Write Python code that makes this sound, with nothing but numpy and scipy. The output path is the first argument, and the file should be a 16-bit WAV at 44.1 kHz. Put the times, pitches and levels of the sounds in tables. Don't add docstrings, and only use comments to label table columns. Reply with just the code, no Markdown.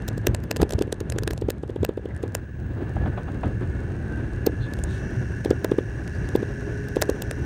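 import sys
import numpy as np
from scipy import signal
from scipy.fft import rfft, irfft, next_fast_len
from scipy.io import wavfile
from scipy.ndimage import map_coordinates

SR = 44100
rng = np.random.default_rng(int(sys.argv[2]) if len(sys.argv) > 2 else 0)


def waveform_to_disk(signal):
    frames = np.transpose(np.atleast_2d(signal))
    scaled = np.clip(frames, -1, 1) * 32767
    samples = np.round(scaled).astype(np.int16)
    wavfile.write(sys.argv[1], SR, samples)


N = 328545

# time_s, level_db
ROUGHNESS = [(0, -51.5), (.7, -53.5), (.95, -57), (1.3, -53), (1.5, -57.5), (2.0, -58), (2.25, -53.5),
             (2.5, -58.5), (2.85, -51), (3.5, -50), (4.3, -50.5), (5.0, -50), (5.85, -53), (6.2, -50),
             (7.45, -53)]
# middle_s, jolt_db, half_length_s
BUMPS = [(0.14, -28, 0.02), (0.31, -21, 0.034), (0.62, -18, 0.027), (0.75, -20, 0.015), (1.18, -31.5, 0.2),
         (1.45, -26, 0.027), (1.82, -24, .04), (2.15, -32.5, 0.047), (2.64, -28, .03), (3.05, -25, 0.083),
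         (3.47, -21, 0.032), (3.66, -26.5, 0.026), (4.35, -28.5, .04), (4.61, -31, 0.012),
         (5.21, -27, 0.056), (5.5, -24.5, 0.026), (7.42, -27.5, .04)]
# pitch_hz, level_db
SNAP_COLOUR = [(150, -29), (450, 19.5), (1100, -3.5), (1700, 10.5), (2300, -6), (3700, 1.5), (6000, -1),
               (8000, 0), (10000, -6), (11500, -8), (13000, -65)]
# pitch_hz, level_db
SIZZLE_COLOUR = [(9000, -67), (12000, -2), (13000, -4), (14000, 4.5), (15000, -1), (16000, -16),
                 (17000, -9)]


def amp(db):
    return 10 ** (np.asarray(db) / 20)


def unit(x):
    return x / np.sqrt(np.mean(x ** 2) + 1e-20)


def curve(rows):
    return np.interp(np.arange(N) / SR, *np.transpose(rows))


def wobble(rate):
    points = rng.standard_normal(int(N * rate / SR) + 4)
    return unit(map_coordinates(points, [np.arange(N) * rate / SR]))


def swells(rows):
    t = np.arange(N) / SR
    return sum(amp(db) * np.exp(-((t - s) / half) ** 2) for s, db, half in rows)


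def filtered(x, response):
    size = next_fast_len(N + SR // 2)
    return irfft(rfft(x, size) * response(np.fft.rfftfreq(size, 1 / SR)), size)[:N]


def coloured(x, points):
    size = 2 ** 14
    hz, db = np.transpose(points)
    gain = amp(np.interp(np.log(np.fft.rfftfreq(size, 1 / SR) + 1), np.log(hz), db))
    fold = np.r_[1, np.full(size // 2 - 1, 2), np.zeros(size // 2)]
    impulse = irfft(np.exp(rfft(irfft(np.log(gain)) * fold)))
    return signal.fftconvolve(x, impulse / np.linalg.norm(impulse))[:N]


def resonate(x, modes):
    def response(hz):
        return sum(amp(db) * 1j * hz * width / (pitch ** 2 - hz ** 2 + 1j * hz * width) * (-1) ** k
                   for k, (pitch, width, db) in enumerate(modes))
    return filtered(x, response)


def add(track, s, sound):
    start = max(0, round(s * SR))
    part = track[start:start + len(sound)]
    part += sound[:len(part)]


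def shaking():
    return np.hypot(amp(curve(ROUGHNESS) + 22), swells(BUMPS))


def shaft_tones(turns, rows, waver_db, slip):
    return sum(amp(db + waver_db * wobble(8.3)) * np.sqrt(2)
               * np.sin(2 * np.pi * round(multiple) * turns + slip * wobble(14)) for multiple, db in rows)


def air(level_db=-73):
    # pitch_hz, level_db
    colour = [(1000, 7), (4000, 6), (5000, -4), (6700, 2.5), (7700, -6), (8600, 5), (9800, -13),
              (14000, -19), (16000, -36)]
    # middle_s, level_db, half_length_s
    surges = [(2.92, -70, 0.073), (4.94, -51.5, .06)]
    return (amp(level_db) + swells(surges)) * unit(coloured(rng.standard_normal(N), colour))


def controller(switch_hz=15730):
    # time_s, level_db
    levels = [(1.5, -105), (2.1, -86), (2.7, -72), (3.4, -78), (3.9, -84), (4.8, -82), (5.0, -80),
              (7.45, -80)]
    return amp(curve(levels) + 1.5 * wobble(3)) * np.sin(2 * np.pi * switch_hz * np.arange(N) / SR)


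def squeaks(width=0.066):
    # middle_s, level_db, pitch_hz, half_length_s
    rubs = [(2.11, -50, 1970, 0.014), (2.16, -44, 1720, 0.021), (4.632, -54, 4060, 0.026),
            (4.643, -54, 3550, .03), (4.9, -58, 3800, 0.038), (4.926, -57, 3500, 0.031),
            (6.15, -62, 4520, .03), (6.255, -57, 4520, 0.013)]
    out = np.zeros(N)
    for s, db, pitch, half in rubs:
        band = filtered(rng.standard_normal(N), lambda hz: 1 / (1 + ((hz - pitch) / (width * pitch)) ** 2))
        out += unit(band) * swells([(s, db, half)])
    return out


def jiggle(ticks_per_s=20):
    hits = rng.random(N) < unit(shaking()) * ticks_per_s / SR
    ticks = hits * amp(-34 + 4 * np.clip(rng.standard_normal(N), -2, 2))
    return coloured(ticks, SNAP_COLOUR) + amp(-22) * coloured(ticks, SIZZLE_COLOUR)


def key_tag(ring_hz=7600, fade_s=0.0056, width_hz=1900):
    # start_s, ring_db
    hits = [(1.004, -40.5), (1.101, -35), (1.277, -33.5), (1.504, -44), (2.351, -27), (4.839, -39.5)]
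    ring, chink, t = np.zeros(N), np.zeros(N), np.arange(SR // 10) / SR
    for (s, db), detune in zip(hits, rng.standard_normal(len(hits))):
        pitch = ring_hz * (1 + .015 * detune)
        add(ring, s, amp(db - 60 * t / fade_s) * np.sin(2 * np.pi * pitch * t))
        add(chink, s - .0005, amp(db + 26) * np.exp(-t / 0.00045) * rng.standard_normal(len(t)))
    return ring + filtered(chink, lambda hz: np.exp(-((hz - ring_hz) / width_hz) ** 2))


def frame():
    # start_s, relative_db, fade_s (time to fall by 60 dB)
    clatters = [(0.602, -28, 0.027), (2.965, -31.5, 0.04), (3.036, -38, 0.06), (3.058, -29, 0.058),
                (3.174, -29.5, 0.091), (3.281, -36, 0.077), (3.433, -26, 0.071), (4.468, -30, 0.031),
                (5.647, -24.5, 0.032), (7.02, -31, 0.084)]
    # pitch_hz, level_db
    colour = [(200, -28), (450, 4), (700, 12.5), (1000, 2), (1300, 2), (1600, -7), (2100, -12.5),
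              (3500, -17.5), (7000, -62), (14000, -62)]
    out, t = np.zeros(N), np.arange(SR // 4) / SR
    attack = 1 - np.exp(-t / 0.00055)
    for s, db, fade_s in clatters:
        add(out, s, amp(db + 3.5 - 60 * t / fade_s) * attack * rng.standard_normal(len(t)))
    return coloured(out, colour)


def loose_items(tock_hz=561, tock_half_s=0.0009, bounce_s=(.005, 0.02)):
    # time_s, relative_db, sizzle_db (added to relative_db)
    clicks = [(0.082, -30, 2), (0.087, -28.5, -8), (0.18, -37.5, -9), (0.27, -16, -3.5),
              (0.348, -24.5, -13), (0.439, -42, -2), (0.513, -20, -8), (0.563, -29, -12),
              (0.568, -25, -13.5), (0.618, -19.5, -10), (0.631, -27, -19), (0.694, -38, -11),
              (0.708, -28, -13), (0.724, -30.5, -13), (0.736, -29.5, -13), (0.791, -32, -17),
              (0.823, -26.5, -14), (0.926, -23, -13), (1.005, -33.5, -8), (1.1, -32, -16), (1.123, -30, -9),
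              (1.186, -24, -16), (1.235, -32, -1), (1.277, -24, -12), (1.309, -28.5, -10),
              (1.334, -33.5, -8), (1.378, -37, -20), (1.414, -43, -15), (1.504, -24.5, -0.5),
              (1.849, -22.5, -6), (2.165, -44, -18), (2.23, -41, -12.5), (2.351, -23, -1), (4.466, -21, -1),
              (4.737, -36, -8), (4.79, -38, -24), (4.839, -34.5, -8), (5.449, -30, -19),
              (5.506, -31.5, -12), (5.646, -23.5, -3), (6.078, -38, -23), (6.29, -37, -16),
              (6.361, -35.5, 0), (6.886, -40, -8), (6.961, -32, -17), (7.018, -21.5, 5),
              (7.023, -15, -18.5), (7.099, -27, -8), (7.222, -25, -3), (7.312, -27, -11)]
    # pitch_hz, width_hz, level_db
    dashboard_modes = [(1000, 53, 7), (1740, 72, -2), (2650, 230, 6.5), (3630, 29, -22), (5100, 370, -10),
                       (8000, 370, -26)]
    snap, sizzle, tock = np.zeros((3, N))
    lead_s = .015
    t = np.arange(SR // 15) / SR - lead_s
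    crack = np.exp(-np.abs(t) / np.where(t < 0, 0.0003, 0.00045))
    scrape = amp(-32.5) * np.exp(-np.abs(t) / 0.0051)
    for (s, db, sizzle_db), (early, phase, flight) in zip(clicks, rng.random((len(clicks), 3))):
        start = s - lead_s
        graze = amp(-10.5) * np.exp(-np.abs(t + 0.00126 + 0.00287 * early) / 0.00023)
        burst = (crack + graze + scrape) * rng.standard_normal(len(t))
        burst = burst / np.linalg.norm(burst) * np.sqrt(SR / 1000)
        add(snap, start, amp(db + 4.5) * burst)
        add(snap, start + np.interp(flight, (0, 1), bounce_s), amp(db - 21.5) * burst)
        add(sizzle, start, amp(db + sizzle_db) * burst)
        flex = np.sin(2 * np.pi * (tock_hz * t + phase)) / np.cosh(t / tock_half_s)
        add(tock, start, amp(db - 1 - 0.37 * sizzle_db) * flex)
    contact = coloured(snap, SNAP_COLOUR)
    return contact + resonate(contact, dashboard_modes) + tock + coloured(sizzle, SIZZLE_COLOUR)


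def panels(middle_hz=381.7, half_length_s=.0013, scatter=0.054):
    # time_s, peak_db
    knocks = [(0.179, -19.5), (0.274, -11.5), (0.512, -16.5), (0.601, -13.5), (0.63, -4), (0.734, -16.5),
              (0.786, -16), (0.814, -8), (0.878, -20.5), (0.929, -18), (1.012, -17.5), (1.163, -18),
              (1.225, -19.5), (1.278, -15.5), (1.309, -17.5), (1.422, -14.5), (1.488, -9.5), (1.636, -17.5),
              (1.698, -18.5), (1.763, -16.5), (1.833, -9.5), (1.893, -11), (1.977, -15), (2.058, -17),
              (2.238, -13.5), (4.473, -5), (5.46, -10.5), (5.511, -3), (5.648, -11), (5.719, -5.5),
              (5.787, -6), (6.355, -4.5), (6.43, -14), (6.969, -7), (7.095, -7)]
    # pitch_hz, level_db
    clack_colour = [(400, -1.5), (800, 11.5), (1200, 1), (2200, -6.5), (3500, -5), (6000, -35), (9000, -29),
                    (12000, -33), (14000, -28), (16500, -30)]
    thud, clack, ticks = np.zeros((3, N))
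    lead_s = .02
    t = np.arange(round(2 * lead_s * SR)) / SR - lead_s
    buzz = 0.27 * np.exp(-np.abs(t) / 0.012) * (t > 0)
    for (s, db), (phase, late, size, early, stiff) in zip(knocks, rng.random((len(knocks), 5))):
        start = s - lead_s
        quickness = 1 + scatter * (2 * stiff - 1)
        progress = quickness * t / half_length_s
        pulse = 1 / np.cosh(progress)
        pitch = quickness * middle_hz * (1 + 0.26 * np.tanh(progress / 2))
        slap = amp(db) * np.sin(2 * np.pi * (np.cumsum(pitch) / SR + phase)) * pulse
        add(thud, start, slap)
        add(thud, start + 0.017 + 0.00804 * late, amp(-18 + 4.9 * size) * slap)
        add(clack, start, amp(db - 23.5) * rng.standard_normal(len(t)) * (pulse + buzz))
        tick = amp(db - 29) * rng.standard_normal(len(t)) * np.exp(-np.abs(t) / 0.00078)
        add(ticks, start - .002 - 0.0031 * early, tick)
    return thud + coloured(clack, clack_colour) + coloured(ticks, SNAP_COLOUR)


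def tyres():
    # pitch_hz, level_db
    body_colour = [(15, -69), (28, -18), (45, -5.5), (70, 1), (90, -1.5), (115, 1), (150, -7.5),
                   (200, -10.5), (300, -30.5), (600, -86.5)]
    tread_colour = [(80, -32.5), (170, -6.5), (250, 0), (350, 0), (450, -7), (600, -12), (800, -17),
                    (1100, -21.5), (1400, -22), (2200, -30), (4000, -41.5), (6000, -55), (10000, -56.5),
                    (16000, -67)]
    rumble = shaking() * amp(0.63 * wobble(16)) * unit(coloured(rng.standard_normal(N), body_colour))
    tread = np.hypot(amp(curve(ROUGHNESS) + 13.5), amp(-14) * swells(BUMPS))
    roar = tread * amp(2.4 * wobble(45)) * unit(coloured(rng.standard_normal(N), tread_colour))
    return rumble + roar


def brushes(speed, turns, housing_modes, cruise_turns_per_s=35):
    # time_s, level_db
    whirr_levels = [(0.0, -46), (0.18, -49.5), (0.31, -53), (1.2, -57), (1.45, -63.5), (2.09, -58),
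                    (2.24, -54.5), (2.76, -53.5), (2.97, -49.5), (4.81, -46.5), (5.15, -42.5), (5.75, -46),
                    (6.29, -42.5), (7.45, -43.5)]
    whine_levels = [(2.5, -91.5), (4.7, -75), (4.95, -58), (5.85, -63), (6.2, -60), (7.45, -57.5)]
    # pitch_hz, level_db
    hiss_colour = [(2000, -3), (3300, -25), (3900, -1.5), (4900, -3.5), (5500, -1), (5900, 5.5), (6250, 6),
                   (6700, 5.5), (7700, -7.5), (8300, 6), (9100, -4.5), (10200, -9), (14000, -22),
                   (16000, -40)]
    # pitch_hz, width_hz, level_db
    whine_modes = [(5460, 230, -5.5), (5940, 94, 5.5), (6610, 98, -9), (8210, 72, -14)]
    angle = 2 * np.pi * turns
    swell = unit(1 + 0.072 * np.cos(angle) + 0.31 * np.cos(3 * angle))
    surface = rng.standard_normal(1024)
    worn = unit(map_coordinates(surface, [turns % 1 * len(surface)], mode="grid-wrap"))
    rub = swell * unit(rng.standard_normal(N) + 0.77 * worn)
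    whirr_db = curve(whirr_levels)
    whirr = amp(whirr_db + 0.5) * unit(resonate(rub, housing_modes))
    hiss_db = -58.5 + 5.5 * np.log2(speed / cruise_turns_per_s) + 0.74 * (whirr_db - whirr_db.max())
    hiss = amp(hiss_db) * unit(coloured(rub, hiss_colour))
    whine = amp(curve(whine_levels)) * unit(resonate(rub, whine_modes))
    return whirr + hiss + whine


def gears(turns, housing_modes):
    # cycles_per_turn, level_db
    tones = [(28, -5.5), (44, 5), (50, -10.5), (56, 1.5), (71, -6.5), (84, -2)]
    # time_s, level_db
    load = [(0, -59), (1.5, -96.5), (2.7, -62), (3.0, -50), (3.4, -65), (3.8, -53), (4.4, -59), (5.0, -47),
            (5.5, -61), (7.45, -61.5)]
    housing = resonate(shaft_tones(turns, tones, waver_db=5.5, slip=0.45), housing_modes)
    floor = amp(-11) * shaft_tones(turns, tones[:1], waver_db=7.0, slip=.5)
    return amp(curve(load)) * (housing + floor)


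def motor():
    # time_s, turns_per_s
    speeds = [(0, 20), (1.5, 18), (2.5, 17.2), (2.85, 18.5), (3.05, 20.5), (3.6, 25), (3.75, 25.9),
              (4.0, 27.5), (4.25, 28), (4.5, 29.4), (4.75, 31.1), (5.0, 31.7), (5.4, 32.5), (5.9, 33.4),
              (6.6, 34.2), (7.45, 34.6)]
    # cycles_per_turn, level_db
    hum_tones = [(8, -7.5), (12, -1), (16, -17)]
    # time_s, level_db
    hum_levels = [(0, -44.5), (2.4, -51.5), (3, -50.5), (5, -46), (6.2, -50), (6.6, -39.5), (7.45, -43.5)]
    # pitch_hz, width_hz, level_db
    housing_modes = [(1484, 74, 0.5), (1694, 107, 4), (2360, 600, -18), (2724, 82, -7.5)]
    speed = curve(speeds)
    turns = np.cumsum(speed) / SR
    gear_whine = gears(turns, housing_modes)
    hum = amp(curve(hum_levels)) * shaft_tones(turns, hum_tones, waver_db=2.0, slip=0.24)
    return gear_whine + hum + brushes(speed, turns, housing_modes)


def scene():
    cart = tyres() + motor() + controller() + air()
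    rattles = panels() + loose_items() + key_tag() + jiggle() + frame() + squeaks()
    return (cart + rattles)[None]


def record(dry):
    return filtered(dry[0], lambda hz: hz < 16500)[None]


dry = scene()
out = record(dry)
waveform_to_disk(out)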